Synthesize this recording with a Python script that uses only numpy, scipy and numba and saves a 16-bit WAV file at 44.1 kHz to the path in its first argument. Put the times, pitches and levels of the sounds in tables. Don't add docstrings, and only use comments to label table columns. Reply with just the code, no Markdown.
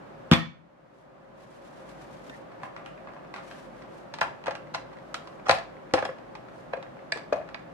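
import sys
import numpy as np
from scipy import signal
from scipy.fft import rfft, irfft
from scipy.io import wavfile
from scipy.ndimage import uniform_filter1d, minimum_filter1d
from numba import njit

SR = 44100
rng = np.random.default_rng(int(sys.argv[2]) if len(sys.argv) > 2 else 0)


def materialize(psi):
    bounded = np.clip(np.atleast_2d(psi).T, -1, 1)
    quanta = np.round(bounded * 32767).astype(np.int16)
    wavfile.write(sys.argv[1], SR, quanta)


N = 340893
TOP_HZ = 15300
T = np.arange(SR // 2) / SR


def undb(db):
    return 10 ** (np.asarray(db) / 20)


def unit(x):
    return x / np.sqrt(np.mean(x ** 2))


def attack_unit(x):
    return x / np.sqrt(np.mean(x[:, :SR // 100] ** 2))


def band(x, hz, kind, order=2):
    return signal.sosfilt(signal.butter(order, hz, kind, fs=SR, output="sos"), x)


def colour(x, points):
    hz, db = np.transpose(points)
    f = np.fft.rfftfreq(x.shape[-1], 1 / SR) + 1
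    gain_db = np.interp(np.log(f), np.log(hz), db)
    return irfft(rfft(x) * undb(gain_db), x.shape[-1])


def add(out, start_s, x):
    i = int(start_s * SR)
    out[:, i:i + x.shape[1]] += x[:, :N - i]


def pan(db):
    return undb(np.array([[db], [-db]]) / 2)


def ring(modes, scatter_db, detune, spread):
    hz, db, t60_s = np.transpose(modes)
    size, shift, lag, side = rng.standard_normal((4, len(hz)))
    turn = 2j * np.pi * hz * (1 + detune * shift) - np.log(1000) / t60_s
    port_spread = spread * np.minimum(hz / 2000, 1)
    ports = np.exp(np.outer([1, -1], 1j * lag + side / 2) * port_spread)
    weights = ports * undb(db + scatter_db * size)
    return (weights @ np.exp(np.outer(turn, T))).imag


# (frequency [Hz], gain [dB])
CRACK_SPECTRUM = [(100, -11), (300, 5), (1000, 5.5), (2200, -3.5), (4500, -6), (7000, -18), (10000, -29),
                  (12500, -40), (15000, -37.5)]


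def crack(t60_s, apart):
    noise = rng.standard_normal((3, len(T)))
    ports = noise[0] + apart * noise[1:]
    return colour(ports, CRACK_SPECTRUM) * undb(-60 * T / t60_s)


# (frequency [Hz], gain [dB])
AIR_SPECTRUM = [(15, -42.5), (25, -16), (54, -1.5), (77, -28), (118, -7), (167, -4), (326, -2.5),
                (404, -3.5), (450, -10.5), (558, -1.5), (903, -9.5), (1150, -11), (8320, -50),
                (12400, -74.5), (15000, -76)]
# (frequency [Hz], width [Hz], level [dB])
FAN_RESONANCES = [(153.3, 6.6, -63), (535.8, 23.3, -53), (1625, 290, -64.5), (2384, 43, -90)]
AIR_DB = -46


def air():
    common = band(rng.standard_normal(N), 166, "low")
    own = band(rng.standard_normal((2, N)), 330, "high", order=1)
    hiss = unit(colour(common * pan(db=3.6) + own, AIR_SPECTRUM))
    fan = np.zeros((2, N))
    for hz, width_hz, db in FAN_RESONANCES:
        edges_hz = [hz - width_hz / 2, hz + width_hz / 2]
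        fan += undb(db) * unit(band(rng.standard_normal((2, N)), edges_hz, "band", order=1))
    return undb(AIR_DB) * hiss + fan


# (frequency [Hz], level [dB], t60 [s])
THUD_MODES = [(166.6, -19.5, 0.43), (199, 9, 0.021), (138, -24, .2), (183, -17, .24), (236, -12.5, 0.17),
              (260, -18.5, 0.13), (317, -22.5, 0.32)]
# (time [s], thud level [dB], glass level [dB], knock lowpass [Hz])
LANDING_BLOWS = [(0.314, -25.5, -9, 6000), (0.3157, 12, -25, 1500), (0.3217, -13, -4, 5000),
                 (0.3282, 7.5, -6.5, 1600), (0.3343, -17, -3, 6000)]


def thuds():
    out = np.zeros((2, N))
    modes = ring(THUD_MODES, scatter_db=-1, detune=0, spread=0)
    thud = band(band(modes, 340, "low"), 100, "high", order=2)
    thud = thud / np.abs(thud).max() * undb(np.array([[0], [-3.8]]))
    for s, thud_db, _, _ in LANDING_BLOWS:
        add(out, s, -undb(thud_db) * thud)
    return out


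# (frequency [Hz], level [dB], t60 [s])
GLASS_MODES = [(528, 1, 0.11), (680, 0, 0.11), (1120, -10, 0.2), (1302, -3.5, 0.13), (1435, -2, 0.093),
               (1660, -5.5, 0.11), (1810, -4.5, 0.17), (1868, -2, 0.12), (2050, 0, 0.077),
               (2210, -5, 0.098), (2276, -3, 0.15), (2420, 1, 0.07), (2550, -1.5, .06), (3074, 1.5, 0.05),
               (3206, 6.5, 0.04), (3460, 4, 0.13), (3700, -8, 0.1), (5600, -25, 0.25)]


def chinks():
    out = np.zeros((2, N))
    for s, _, glass_db, soft_hz in LANDING_BLOWS:
        glass = attack_unit(ring(GLASS_MODES, scatter_db=1.0, detune=0.0012, spread=0.86))
        dull = band(crack(t60_s=0.037, apart=0.63), soft_hz, "low", order=1)
        knock = attack_unit(band(dull, 1298, "high", order=1))
        add(out, s, undb(glass_db) * (undb(-5.0) * glass + undb(-4.0) * knock))
    return out


SHUFFLE_START_S, SHUFFLE_PERIOD_S, PUSH_S, PUSH_DB = 1.423, 0.12, 0.099, -57.5


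def shuffle(count):
    return [(SHUFFLE_START_S + k * SHUFFLE_PERIOD_S, PUSH_S, PUSH_DB) for k in range(count)]


# (centre [s], length [s], level [dB])
SINGLE_RUBS = [(0.99, 0.13, -62.5), (2.348, 0.12, -58), (2.652, 0.054, -60), (3.365, 0.055, -63),
               (3.495, 0.16, -56.5), (3.625, 0.11, -57), (3.78, 0.11, -62.5), (3.967, 0.14, -60.5),
               (5.228, 0.48, -66.5), (6.577, 0.15, -65)]


def slides():
    t = np.arange(N) / SR
    push = np.zeros(N)
    for s, length_s, db in shuffle(count=8) + SINGLE_RUBS:
        push += undb(db) * np.exp(-(2 * (t - s) / length_s) ** 2)
    grains = rng.standard_normal((2, N)) * undb(1.8 * rng.exponential(size=N))
    catch = undb(1.8 * unit(band(rng.standard_normal(N), 35, "low")))
    rub_spectrum = [(200, -10), (1200, 6.0), (3000, 0.0), (7000, -7.5), (11000, -13.5), (15000, -28)]
    return push * catch * unit(colour(grains, rub_spectrum))


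# (frequency [Hz], level [dB], t60 [s])
FINGER_MODES = [(272, -1.5, 0.062), (985, -4, 0.044), (1540, -2, 0.03), (1840, -3, 0.05), (2700, 0, 0.027),
                (3600, -5, 0.02), (5660, -18, 0.043)]
FINGER_AT_S, FINGER_DB = 2.297, -41
SQUEAK_HZ, SQUEAK_RISE_HZ_PER_S, SQUEAK_S, SQUEAK_DB = 1770, 3100, 0.073, -47.5


def fingertip():
    catch = attack_unit(ring(FINGER_MODES, scatter_db=3.0, detune=0.01, spread=0.8))
    rough = unit(band(rng.standard_normal((2, len(T))), 90, "low"))
    squeak_hz = SQUEAK_HZ + SQUEAK_RISE_HZ_PER_S * T
    tone = np.sin(2 * np.pi * np.cumsum(squeak_hz) / SR)
    swell = np.sin(np.pi * np.minimum(T / SQUEAK_S, 1))
    out = np.zeros((2, N))
    add(out, FINGER_AT_S, undb(FINGER_DB) * catch + undb(SQUEAK_DB) * swell * rough * tone)
    return out


# (frequency [Hz], level [dB], t60 [s])
LID_MODES = [(302, 0, 0.037), (531, 2, 0.059), (663, 3, 0.085), (820, 3, 0.065), (1007, -1.5, 0.03),
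             (1147, 0.5, 0.061), (1355, -7.5, 0.12), (1648, 4, 0.038), (1957, 2.5, 0.031),
             (2481, -1, 0.053), (3310, -3, 0.036), (4116, 1.5, 0.032), (4740, -1.5, 0.016),
             (5300, -5, 0.012), (5930, -7, 0.025), (8030, -16, 0.021)]
# (frequency [Hz], level [dB], t60 [s])
BOB_MODES = [(102, 1, 0.16), (153.4, 4, 0.22)]
BOB_DB = -25.5
SNAP_T60_S, SNAP_DB = 0.01, -6


def lid_click(db, ring_hz, ring_t60_s, body_db, bright_db, ring_db):
    modes = attack_unit(ring(LID_MODES, scatter_db=2.5, detune=0.018, spread=0.82))
    main = attack_unit(ring([(ring_hz, 0, ring_t60_s)], scatter_db=0, detune=0, spread=0.88))
    rattle = attack_unit(crack(t60_s=0.099, apart=1.0))
    snap = attack_unit(crack(t60_s=SNAP_T60_S, apart=1.0))
    x = undb(1.0) * modes + undb(ring_db) * main + undb(-1.0) * rattle + undb(SNAP_DB) * snap
    tick = attack_unit(crack(t60_s=0.037, apart=1.0))
    body = attack_unit(band(band(x, 572, "low", order=4), 800, "high", order=2))
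    middle = attack_unit(band(x + undb(-3.5) * tick, [720, 2400], "band", order=3))
    edge = attack_unit(band(x + undb(1.5) * tick, 1790, "high", order=4))
    bob = attack_unit(ring(BOB_MODES, scatter_db=0, detune=0.095, spread=0))
    low = (undb(body_db) * body + undb(BOB_DB) * bob) * pan(db=4.5)
    return undb(db) * (low + middle + undb(bright_db) * edge * pan(db=-2.0))


REACH_S, GRIP_S = (2.5, 3.9), (4.3, 7.66)


def fingers(span_s, db, count):
    rows = []
    for when, soft, pitch, dull in rng.random((count, 4)):
        s = np.interp(when, [0, 1], span_s)
        rows.append((s, db - 6 * soft, 500 + 2000 * pitch, -11 - 8 * dull))
    return taps(rows)


# (time [s], level [dB], strongest ring [Hz], brightness re middle [dB])
EDGE_TAPS = [(2.633, -35.5, 1030, -19), (2.764, -40.5, 1150, -14.5), (2.861, -44, 2900, -8.5),
             (3.072, -43.5, 1140, -23), (3.165, -49, 990, -26), (3.34, -38.5, 2080, -8),
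             (3.362, -41, 1460, -11), (3.382, -43.5, 1230, -13), (3.512, -45.5, 1640, -5),
             (3.821, -51.5, 2040, -7), (4.139, -36.5, 930, -2.5), (4.186, -37, 910, -9),
             (4.2118, -33.5, 2490, -1), (4.214, -19, 1004, -15), (4.23, -33.5, 930, -8),
             (4.4395, -43, 2690, -9), (4.4597, -37, 830, -9), (4.4677, -32.5, 910, -10.5),
             (4.509, -32.5, 780, -12), (4.5525, -36.5, 2690, -7), (4.7406, -38, 870, -11),
             (4.7461, -29.5, 1020, -12), (5.143, -29.5, 1290, -3.5), (5.273, -44, 1050, -8),
             (5.4942, -18.5, 1075, -6), (5.511, -26, 4167, -1), (5.5135, -27, 2490, -2),
             (5.586, -44, 744, 0), (5.9745, -41, 820, -24), (5.9895, -31.5, 820, -12),
             (6.185, -49, 694, -12), (6.3522, -39.5, 600, -9), (6.827, -42.5, 3800, -9.5),
             (7.173, -38.5, 670, -7), (7.489, -45, 1460, -9.5), (7.5458, -39, 660, -15)]
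ARRIVES_S = 4.0
TAP_CYCLES, TAP_BODY_DB = 23, -15


def taps(rows):
    out = np.zeros((2, N))
    for s, db, hz, bright_db in rows:
        add(out, s, lid_click(db, hz, TAP_CYCLES / hz, TAP_BODY_DB, bright_db, ring_db=-1.0))
    return out


# (end of the 3 ms after the centre [s], length [s], level [dB], brightness [dB])
SEAL_SCRAPES = [(4.2145, 0.0038, -33, 0.5), (4.474, 0.006, -30, -18), (4.751, 0.014, -33.5, -3.5),
                (5.469, 0.017, -36, -14), (5.49, 0.011, -30, -8), (5.515, 0.0083, -24, 0),
                (5.552, .04, -39, -8), (5.984, .02, -29.5, -28), (6.055, 0.0087, -28.5, -8.5),
                (6.738, 0.0074, -31.5, -23), (7.332, .005, -39, -1)]
SCRAPE_DAMP_T60_S = 0.17


def scrapes():
    out = np.zeros((2, N))
    for s, length_s, db, bright_db in SEAL_SCRAPES:
        slips = rng.standard_normal(len(T)) * (rng.random(len(T)) < 2500 / SR)
        slips *= np.exp(-(2 * (T - length_s) / length_s) ** 2)
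        slips *= np.sqrt(length_s / 0.0052 / np.sum(slips ** 2))
        click = lid_click(db, ring_hz=812, ring_t60_s=0.036, body_db=-4.5, bright_db=bright_db, ring_db=-2.5)
        click = click * undb(-60 * T / SCRAPE_DAMP_T60_S)
        add(out, s - length_s - .003, signal.fftconvolve(click, slips[None], axes=1))
    return out


# (start [s], length [s], level [dB], ring [Hz])
SEAL_JUDDERS = [(4.223, 0.064, -38, 935), (5.511, 0.088, -30.5, 734), (7.34, 0.083, -33, 650)]
JUDDER_RATE_HZ, JUDDER_T60_S, JUDDER_FADE_DB_PER_S, JUDDER_JITTER_S = 68, 0.061, 73, 0.00151


def judders():
    out = np.zeros((2, N))
    for start_s, length_s, db, hz in SEAL_JUDDERS:
        for after_s in np.arange(0, length_s, 1 / JUDDER_RATE_HZ):
            slip = attack_unit(ring([(hz, 0, JUDDER_T60_S)], scatter_db=1.0, detune=0.03, spread=1.0))
            slip_s = start_s + after_s + JUDDER_JITTER_S * rng.standard_normal()
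            add(out, slip_s, undb(db - JUDDER_FADE_DB_PER_S * after_s) * slip)
    return out


# (time [s], level [dB], # strongest ring [Hz], body re middle [dB], brightness re middle [dB],
# flex re level [dB], left-right [dB])
HAND_PRESSES = [(4.4802, -28, 571, 2.5, -18, -20, -0.5), (5.4941, -14.5, 550, -3.5, -17, -25, -1),
                (5.9376, -19.5, 517, 2.5, -7, -3.5, 1), (6.0248, -28.5, 558, 2, -20, -18, -2.5),
                (6.09, -37.5, 530, 5.5, -26, -27, 0.5), (6.7345, -33, 567, 2.5, -23, -20, 1),
                (6.773, -49, 517, 12, -34, -13, -3), (7.122, -35, 644, -1.5, -18, -26, -2),
                (7.159, -44, 460, 6, -14, -1, 4), (7.325, -26.5, 604, 7, -29, -13.5, 2.5)]
# (frequency [Hz], level [dB], t60 [s])
FLEX_MODES = [(280, -6, 0.052), (328.6, 1, 0.083)]
PRESS_T60_S, PRESS_RING_DB = 0.052, 3.5
REBOUND_S, REBOUND_DB, REBOUND_BODY_DB, REBOUND_BRIGHT_DB = 0.035, -18, -4, -13


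def presses():
    out = np.zeros((2, N))
    for s, db, hz, body_db, bright_db, flex_db, pan_db in HAND_PRESSES:
        knock = lid_click(db, hz, PRESS_T60_S, body_db, bright_db, PRESS_RING_DB)
        flex = attack_unit(ring(FLEX_MODES, scatter_db=3.5, detune=0.022, spread=0.6))
        rebound = lid_click(db + REBOUND_DB, hz, PRESS_T60_S, REBOUND_BODY_DB, REBOUND_BRIGHT_DB, PRESS_RING_DB)
        add(out, s, (knock + undb(db + flex_db) * flex) * pan(pan_db))
        add(out, s + REBOUND_S, rebound * pan(pan_db))
    return out


# (time [s], level [dB], lowpass [Hz])
FLAP_SNAPS = [(7.1202, -32, 6000), (7.1221, -24, 9750), (7.545, -37, 5460)]
# (frequency [Hz], level [dB], t60 [s])
FLAP_MODES = [(1720, 19.5, 0.031), (1910, 17, 0.02), (2250, 13.5, 0.031), (2420, 4, 0.12),
              (3560, 12.5, 0.015), (4040, 9, 0.016), (4723, 9.5, 0.019), (5260, 4, 0.014),
              (7760, -3, 0.016), (8500, -3, 0.013)]


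def latches():
    out = np.zeros((2, N))
    for s, db, top_hz in FLAP_SNAPS:
        modes = ring(FLAP_MODES, scatter_db=0.5, detune=0.0049, spread=1.0)
        flap = modes + undb(2.5) * attack_unit(crack(t60_s=0.031, apart=0.36))
        flap = band(band(flap, 1670, "high", order=5), top_hz, "low", order=5)
        add(out, s, undb(db) * attack_unit(flap) * pan(db=-2.5))
    return out


# (nominal centre [Hz], t60 [s], relative level [dB])
ROOM_BANDS = [(141, 0.5, -5), (540, 0.3, 0), (1756, 0.36, -2), (5100, 0.33, -4), (12200, 0.22, 2.5)]


def kitchen(x):
    hz, t60_s, db = np.transpose(ROOM_BANDS)
    noise = rng.standard_normal((2, len(T)))
    edges_hz = np.r_[40, np.sqrt(hz[1:] * hz[:-1]), TOP_HZ]
    tail = np.zeros((2, len(T)))
    for k in range(len(hz)):
        decay = undb(db[k] - 60 * T / t60_s[k])
        tail += band(noise, edges_hz[k:k + 2], "band", order=3) * decay
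    tail *= np.clip((T - .003) / 0.0059, 0, 1)
    tail /= np.sqrt(np.sum(tail ** 2) / 2)
    return signal.fftconvolve(x, tail, axes=1)[:, :N]


PORT_LAG_SAMPLES = 5
LID_LOWPASS_HZ = 10500


def scene():
    thud, glass = thuds(), chinks()
    near_taps = taps([row for row in EDGE_TAPS if row[0] >= ARRIVES_S])
    near = presses() + near_taps + latches() + scrapes() + judders() + fingers(GRIP_S, db=-48.0, count=30)
    far_taps = taps([row for row in EDGE_TAPS if row[0] < ARRIVES_S])
    far = far_taps + fingers(REACH_S, db=-52.0, count=14)
    near, far = band(np.array([near, far]), LID_LOWPASS_HZ, "low", order=3)
    direct = thud + glass + near + undb(1.5) * far + slides() + fingertip()
    direct[0] = np.roll(direct[0], PORT_LAG_SAMPLES)
    sent = undb(-13) * thud + undb(-7.0) * glass + undb(-8.5) * near + undb(-1.0) * far
    return direct + kitchen(sent) + air()


@njit
def held_peak(size, ceiling, hold, fall):
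    out, peak, age = np.empty(len(size)), ceiling, 0.
    for i in range(len(size)):
        age += 1
        if size[i] > peak:
            peak, age = size[i], 0.
        elif age > hold:
            peak = max(peak * fall, ceiling)
        out[i] = peak
    return out


def gain_control(x, ceiling, hold_s, recover_db_per_s):
    fall = float(undb(-recover_db_per_s / SR))
    peak = held_peak(np.abs(x).max(axis=0), float(ceiling), float(hold_s * SR), fall)
    gain = minimum_filter1d(ceiling / peak, size=201)
    return x * uniform_filter1d(gain, size=201)


def record(dry):
    bass_cut = band(dry, 59.2, "high", order=4)
    held = gain_control(bass_cut, ceiling=0.85, hold_s=0.21, recover_db_per_s=9.5)
    return signal.sosfilt(signal.ellip(8, .2, 70, TOP_HZ, fs=SR, output="sos"), held)


dry = scene()
out = record(dry)
materialize(out)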